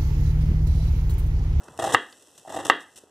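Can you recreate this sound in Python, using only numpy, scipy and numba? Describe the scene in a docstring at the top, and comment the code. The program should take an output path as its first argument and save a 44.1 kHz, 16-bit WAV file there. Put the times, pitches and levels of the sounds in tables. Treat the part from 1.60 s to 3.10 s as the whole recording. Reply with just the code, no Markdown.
"""Faint room air, creasing plastic film and soft rubs open the scene, then a kitchen knife cuts twice
through raw beetroot on a film-covered wooden board. The blade sticks, slips and creaks (decaying tones),
the flesh tears in crackling jerks (filtered random grains), and the blade knocks on the wood (force pulses
into ringing modes). The film rustles (grains), the hand nudges the board (resonant noise), and a small
kitchen rings briefly (convolution with decaying noise)."""
import sys
import numpy as np
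from scipy import signal
from scipy.fft import rfft, irfft
from scipy.io import wavfile
from scipy.ndimage import uniform_filter1d
from numba import njit

SR = 44100
rng = np.random.default_rng(int(sys.argv[2]) if len(sys.argv) > 2 else 0)


def wrap_up_sound(samples):
    """Save the sound to the file named by the first command line argument, as 16-bit audio."""
    columns = np.atleast_2d(samples).T
    # keep every value between -1 and 1, then stretch to whole-number steps
    tamed = np.clip(columns, -1, 1)
    steps = np.round(tamed * 32767).astype(np.int16)
    wavfile.write(sys.argv[1], SR, steps)


N = 66150


def undb(db):
    """Amplitude ratio of a level in decibels."""
    return 10 ** (np.asarray(db) / 20)


def seconds():
    """Time axis [s]."""
    return np.arange(N) / SR


def unit(x):
    """Normalization to an rms of 1."""
    return x / np.sqrt(np.mean(x ** 2))


def ring(x, response):
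    """Linear system: excitation convolved with impulse response."""
    return signal.fftconvolve(x, response)[:N]


def colour(points):
    """Minimum-phase impulse response of a spectrum (frequency [Hz], level [dB]), by folding the cepstrum."""
    hz, db = np.array(points, float).T
    size = 8192
    bins = np.fft.rfftfreq(size, 1 / SR)
    gain = undb(np.interp(np.log(bins + 1), np.log(hz), db))
    cepstrum = irfft(np.log(gain))
    cepstrum[1:size // 2] *= 2
    cepstrum[size // 2 + 1:] = 0
    return irfft(np.exp(rfft(cepstrum)))


def through(x, response):
    """Filtering with a response of unit energy, which keeps the power of a white input."""
    return ring(x, response / np.sqrt(np.sum(response ** 2)))


def resonance(hz, width):
    """Damped oscillator: the bandwidth [Hz] sets the exponential decay of its impulse response."""
    t = seconds()
    return np.exp(-np.pi * width * t) * np.sin(2 * np.pi * hz * t)


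def grains(rate, spread_db):
    """Shot noise: random snaps of either sign at a mean rate [1/s], rms 1; zero spread makes them equal."""
    size = undb(spread_db * np.minimum(rng.exponential(size=N), 4))
    happens = rng.random(N) < rate / SR
    return unit(happens * size * rng.choice([-1, 1], N))


def burst(start, length):
    """Transient envelope: linear attack, hold, exponential release."""
    attack_s, release_s = 0.00025, 0.0031
    age = seconds() - start
    attack = np.clip(age / attack_s, 0, 1)
    return attack * np.exp(-np.maximum(age - length, 0) / release_s)


def widen(mid, side):
    """Mid-side stereo: sum on the left, difference on the right."""
    return np.array([mid + side, mid - side])


def crackle(envelope, spectrum, rate, spread_db):
    """Filtered shot noise, with independent treble in the side signal for partial decorrelation."""
    treble_side = 0.37
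    response = colour(spectrum)
    mid, side = (through(envelope * grains(rate, spread_db), response) for _ in range(2))
    treble = signal.butter(2, 3500, "high", fs=SR, output="sos")
    return widen(mid, treble_side * signal.sosfilt(treble, side))


def air():
    """Stationary coloured noise: the low noise of the room, partly different left and right."""
    # spectrum of the quiet room: (frequency [Hz], level [dB])
    air_spectrum = [(25, -14), (80, 9), (170, -8.5), (300, 2.5), (520, 3.5), (1000, -3), (1900, -13),
                    (14000, -32)]
    level_db, side_share = -63.5, 0.2
    mid, side = (through(rng.standard_normal(N), colour(air_spectrum)) for _ in range(2))
    return undb(level_db) * widen(mid, side_share * side)


def film():
    """Shot noise of buckling plastic: the film creases all the time and rustles when the hand shifts."""
    # creasing under the hand: (time [s], level [dB])
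    creasing = [(0, -59.5), (0.498, -56), (.65, -57), (.8, -56.5), (1.23, -60.5), (1.302, -61),
                (1.419, -57.5), (1.5, -68)]
    # rustles: (time [s], length [s], level [dB])
    rustles = [(0.03, 0.017, -57.5), (0.08, 0.0038, -58.5), (0.176, 0.0008, -43.5), (0.623, 0.0029, -58),
               (0.776, 0.0058, -49), (0.781, 0.021, -57), (1.2, 0.03, -55.5), (1.359, 0.015, -49.5),
               (1.376, 0.012, -47.5)]
    # spectrum of the film: (frequency [Hz], level [dB])
    film_spectrum = [(300, 0), (1500, -10.5), (3500, -4), (4600, -11.5), (5700, 1.5), (6700, -3), (7900, 5),
                     (10000, -2.5), (14000, -11.5)]
    snaps_per_s, spread_db = 1400, 1.5
    envelope = undb(np.interp(seconds(), *np.array(creasing).T))
    for start, length, db in rustles:
        envelope = envelope + undb(db) * burst(start, length)
    return crackle(envelope, film_spectrum, snaps_per_s, spread_db)


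def nudges():
    """Noise-driven damped resonances: small bumps, rubs and ticks on the board."""
    # hand, blade and beetroot on the board:
    # (time [s], length [s], level [dB], centre frequency [Hz], bandwidth [Hz])
    contacts = [(0, 0.26, -54, 756, 880), (0.082, 0.005, -41.5, 744, 1490), (0.082, 0.04, -45, 87, 40.4),
                (0.111, 0.085, -55.5, 93, 50), (0.34, 0.0029, -22, 266, 420),
                (0.526, 0.002, -49, 4300, 2700), (1.433, 0.0076, -50.5, 492, 172.4)]
    total = np.zeros(N)
    for start, length, db, hz, width in contacts:
        rub = burst(start, length) * rng.standard_normal(N)
        total += undb(db) * through(rub, resonance(hz, width))
    return total


def board():
    """Modal synthesis: the board's impulse response is a sum of decaying cosines."""
    # modes of the board with the blade on it: (frequency [Hz], level [dB], 60 dB decay time [s])
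    modes = [(111, -42.5, 0.082), (318.7, -15, 0.027), (544, -8, 0.033), (670, -12.5, 0.045),
             (788, -9.5, 0.047), (881, 3.5, 0.013), (980, -0.5, 0.017), (1165, 7.5, 0.018),
             (1252, -4.5, 0.044), (1428, -5.5, 0.024), (1655, 4, 0.013), (1797, 9, 0.012),
             (1860, 0.5, 0.0047), (2765, -2, 0.041), (3259, -1.5, 0.031), (3680, 0.5, 0.024)]
    t = seconds()
    return sum(undb(db - 60 * t / t60) * np.cos(2 * np.pi * hz * t) for hz, db, t60 in modes)


def knocks(wood):
    """Impact excitation: the blade breaks through, hits the board and rebounds once."""
    # landings of the blade: (time [s], relative level [dB], contact time scale [s])
    landings = [(.3470, -5, 0.00029), (1.0990, -4, 0.00027)]
    common_db = -2
    rebound_s, rebound_db = 0.002527, -17.5
    force = np.zeros(N)
    for start, db, contact in landings:
        for delay, drop in ((0, 0), (rebound_s, rebound_db)):
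            age = np.maximum(seconds() - start - delay, 0) / contact
            push = age * np.exp(-4 * age)
            force += undb(common_db + db + drop) * push / push.sum()  # level sets the impulse
    return ring(force, wood)


def slips():
    """Stick-slip friction: each slip is a short creak of a few cycles that sets two tones of the blade in the
    flesh humming."""
    # slips of the blade in the flesh: (time [s], level [dB], pitch [Hz])
    creaks = [(.1893, -22, 720), (.1985, -24, 720), (.2222, -24.5, 713), (.2402, -17, 740),
              (.2465, -17.5, 778), (.2725, -19.5, 765), (.2775, -23.5, 802), (.850, -39.5, 775),
              (.859, -39.5, 800), (.876, -33, 723), (.903, -31.5, 720), (.9245, -28, 830),
              (.9445, -26, 725), (.9655, -24.5, 740), (.972, -23.5, 785), (.990, -28.5, 806),
              (1.002, -32, 820)]
    # tones that the slips set humming: (frequency [Hz], bandwidth [Hz], level [dB])
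    tones = [(668, 19, 4.5), (789.6, 6.7, 5)]
    rise_s = 0.0018
    creak = np.zeros(N)
    for start, db, hz in creaks:
        age = np.maximum(seconds() - start, 0)
        envelope = age / rise_s * np.exp(1 - age / rise_s)
        creak += undb(db) * envelope * np.sin(2 * np.pi * hz * age)
    total = creak.copy()
    for hz, width, db in tones:
        peak_norm = 2 * np.pi * width / SR  # about unit gain at resonance
        total += undb(db) * ring(creak, resonance(hz, width)) * peak_norm
    return total


def cutting(wood):
    """Fracture noise: cells burst under the edge, strongest in the jerks, and shake board and worktop."""
    # steady push of each cut: (start [s], end [s], board level at start [dB], board level at end [dB],
    # crackle level [dB]); board levels are relative
    cuts = [(0.198, 0.35, -37, -32.5, -44.5), (0.892, 1.074, -41, -43.5, -50)]
    # jerks in which the flesh tears: (time [s], length [s], relative board level [dB], crackle level [dB])
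    tears = [(0.1897, 0.0019, -30.5, -36.5), (0.1954, 0.0048, -28, -34.5), (0.2225, 0.0072, -28.5, -35),
             (0.2392, 0.012, -29, -32), (0.2605, 0.001, -40, -31), (0.266, 0.013, -31, -34.5),
             (0.29, 0.024, -34, -38), (0.322, 0.022, -32, -30.5), (0.3361, 0.012, -25, -25.5),
             (0.873, 0.01, -44.5, -51.5), (0.894, 0.0098, -43, -44.5), (0.922, 0.0029, -41, -41),
             (0.94, 0.013, -37, -41.5), (0.961, 0.015, -35.5, -40.5), (0.986, 0.024, -34.5, -45.5),
             (1.0497, 0.0082, -30, -31.5), (1.065, 0.0049, -34.5, -32), (1.077, 0.034, -39, -40)]
    # force passed on by the flesh, bursting cells, worktop rumble: (frequency [Hz], level [dB])
    push_spectrum = [(40, -6), (100, 18.5), (200, -2), (320, 9.5), (700, 0), (1150, -8.5), (1900, -12.5),
                     (3500, -14), (6000, -23.5)]
    cell_spectrum = [(300, -9.5), (1500, -18.5), (2800, -4.5), (3600, 4.5), (4600, -16), (5100, -1),
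                     (6800, 2), (7900, 7.5), (10000, -1), (14000, -12.5)]
    rumble_spectrum = [(25, -14.5), (85, 2), (300, -8), (700, -19), (3000, -59.5)]
    cells_per_s, force_spread_db, cell_spread_db = 2800, 3.5, 0
    shake_db, rumble_db = -0.5, -13.5

    # independent sources add in power
    shake_power, snap_power = np.zeros(N), np.zeros(N)
    for start, end, first_db, last_db, crackle_db in cuts:
        gate = burst(start, end - start)
        board_db = np.interp(seconds(), [start, end], [first_db, last_db])
        shake_power += (gate * undb(board_db)) ** 2
        snap_power += (gate * undb(crackle_db)) ** 2
    for start, length, board_db, crackle_db in tears:
        gate = burst(start, length)
        shake_power += (gate * undb(board_db)) ** 2
        snap_power += (gate * undb(crackle_db)) ** 2

    def force():
        """Shot-noise force, drawn afresh at each call."""
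        return np.sqrt(shake_power) * grains(cells_per_s, force_spread_db)

    body = undb(shake_db) * through(force(), ring(wood, colour(push_spectrum)))
    # the worktop rumbles independently at the two microphones
    rumble = undb(rumble_db) * np.array([through(force(), colour(rumble_spectrum)) for _ in range(2)])
    snaps = crackle(np.sqrt(snap_power), cell_spectrum, cells_per_s, cell_spread_db)
    return body + rumble + snaps


def kitchen(dry):
    """Diffuse reverberation: convolution with decaying noise, nearly the same left and right."""
    # spectrum of the kitchen's echo: (frequency [Hz], level [dB])
    echo_spectrum = [(80, -29), (300, -8), (550, -18), (1150, -20.5), (1700, -12), (2450, -13.5),
                     (2800, -13), (3100, -7), (3600, -13.5), (4600, -20.5), (8000, -19), (14000, -26.5)]
    t60_s, build_s, side_share = 0.31, 0.0048, 0.028
    t = seconds()
    fade = undb(-60 * t / t60_s) * (1 - np.exp(-(t / build_s) ** 2))

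    def diffuse():
        """Coloured noise tail of unit energy before colouring."""
        return ring(unit(fade * rng.standard_normal(N)) / np.sqrt(N), colour(echo_spectrum))

    mid, side = diffuse(), diffuse()
    tails = widen(mid, side_share * side)
    return dry + np.array([ring(x, tail) for x, tail in zip(dry, tails)])


def scene():
    """Superposition: the sources on the board share the kitchen's echo, and the room air is added."""
    wood = board()
    sources = film() + nudges() + knocks(wood) + slips() + cutting(wood)
    return air() + kitchen(sources)


@njit
def follow(x, release):
    """Peak detection: the level jumps up at once and decays exponentially."""
    out, level = np.empty(len(x)), 0.
    for i in range(len(x)):
        level = max(x[i], level * release)
        out[i] = level
    return out


def record(dry):
    """Microphone response with an upper-mid notch, gain reduction on peaks, soft saturation, low-pass."""
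    # response of the microphone: (frequency [Hz], level [dB])
    mic_response = [(20, -26), (70, -7), (200, 1), (2020, 1.5), (2200, -20), (2330, -16.5), (2650, 6),
                    (2800, 2), (15000, -6)]
    limit_db, release_s, top_hz = 7.5, 0.037, 14300
    heard = np.array([ring(x, colour(mic_response)) for x in dry])
    peak = follow(np.abs(heard).max(axis=0), np.exp(-1 / (release_s * SR)))
    excess = np.maximum(peak / undb(limit_db), 1)
    gain = uniform_filter1d(1 / np.sqrt(excess), size=64)  # square root: 2:1 compression
    low_pass = signal.ellip(10, .2, 70, top_hz, fs=SR, output="sos")
    return signal.sosfilt(low_pass, np.tanh(heard * gain))


dry = scene()
out = record(dry)
wrap_up_sound(out)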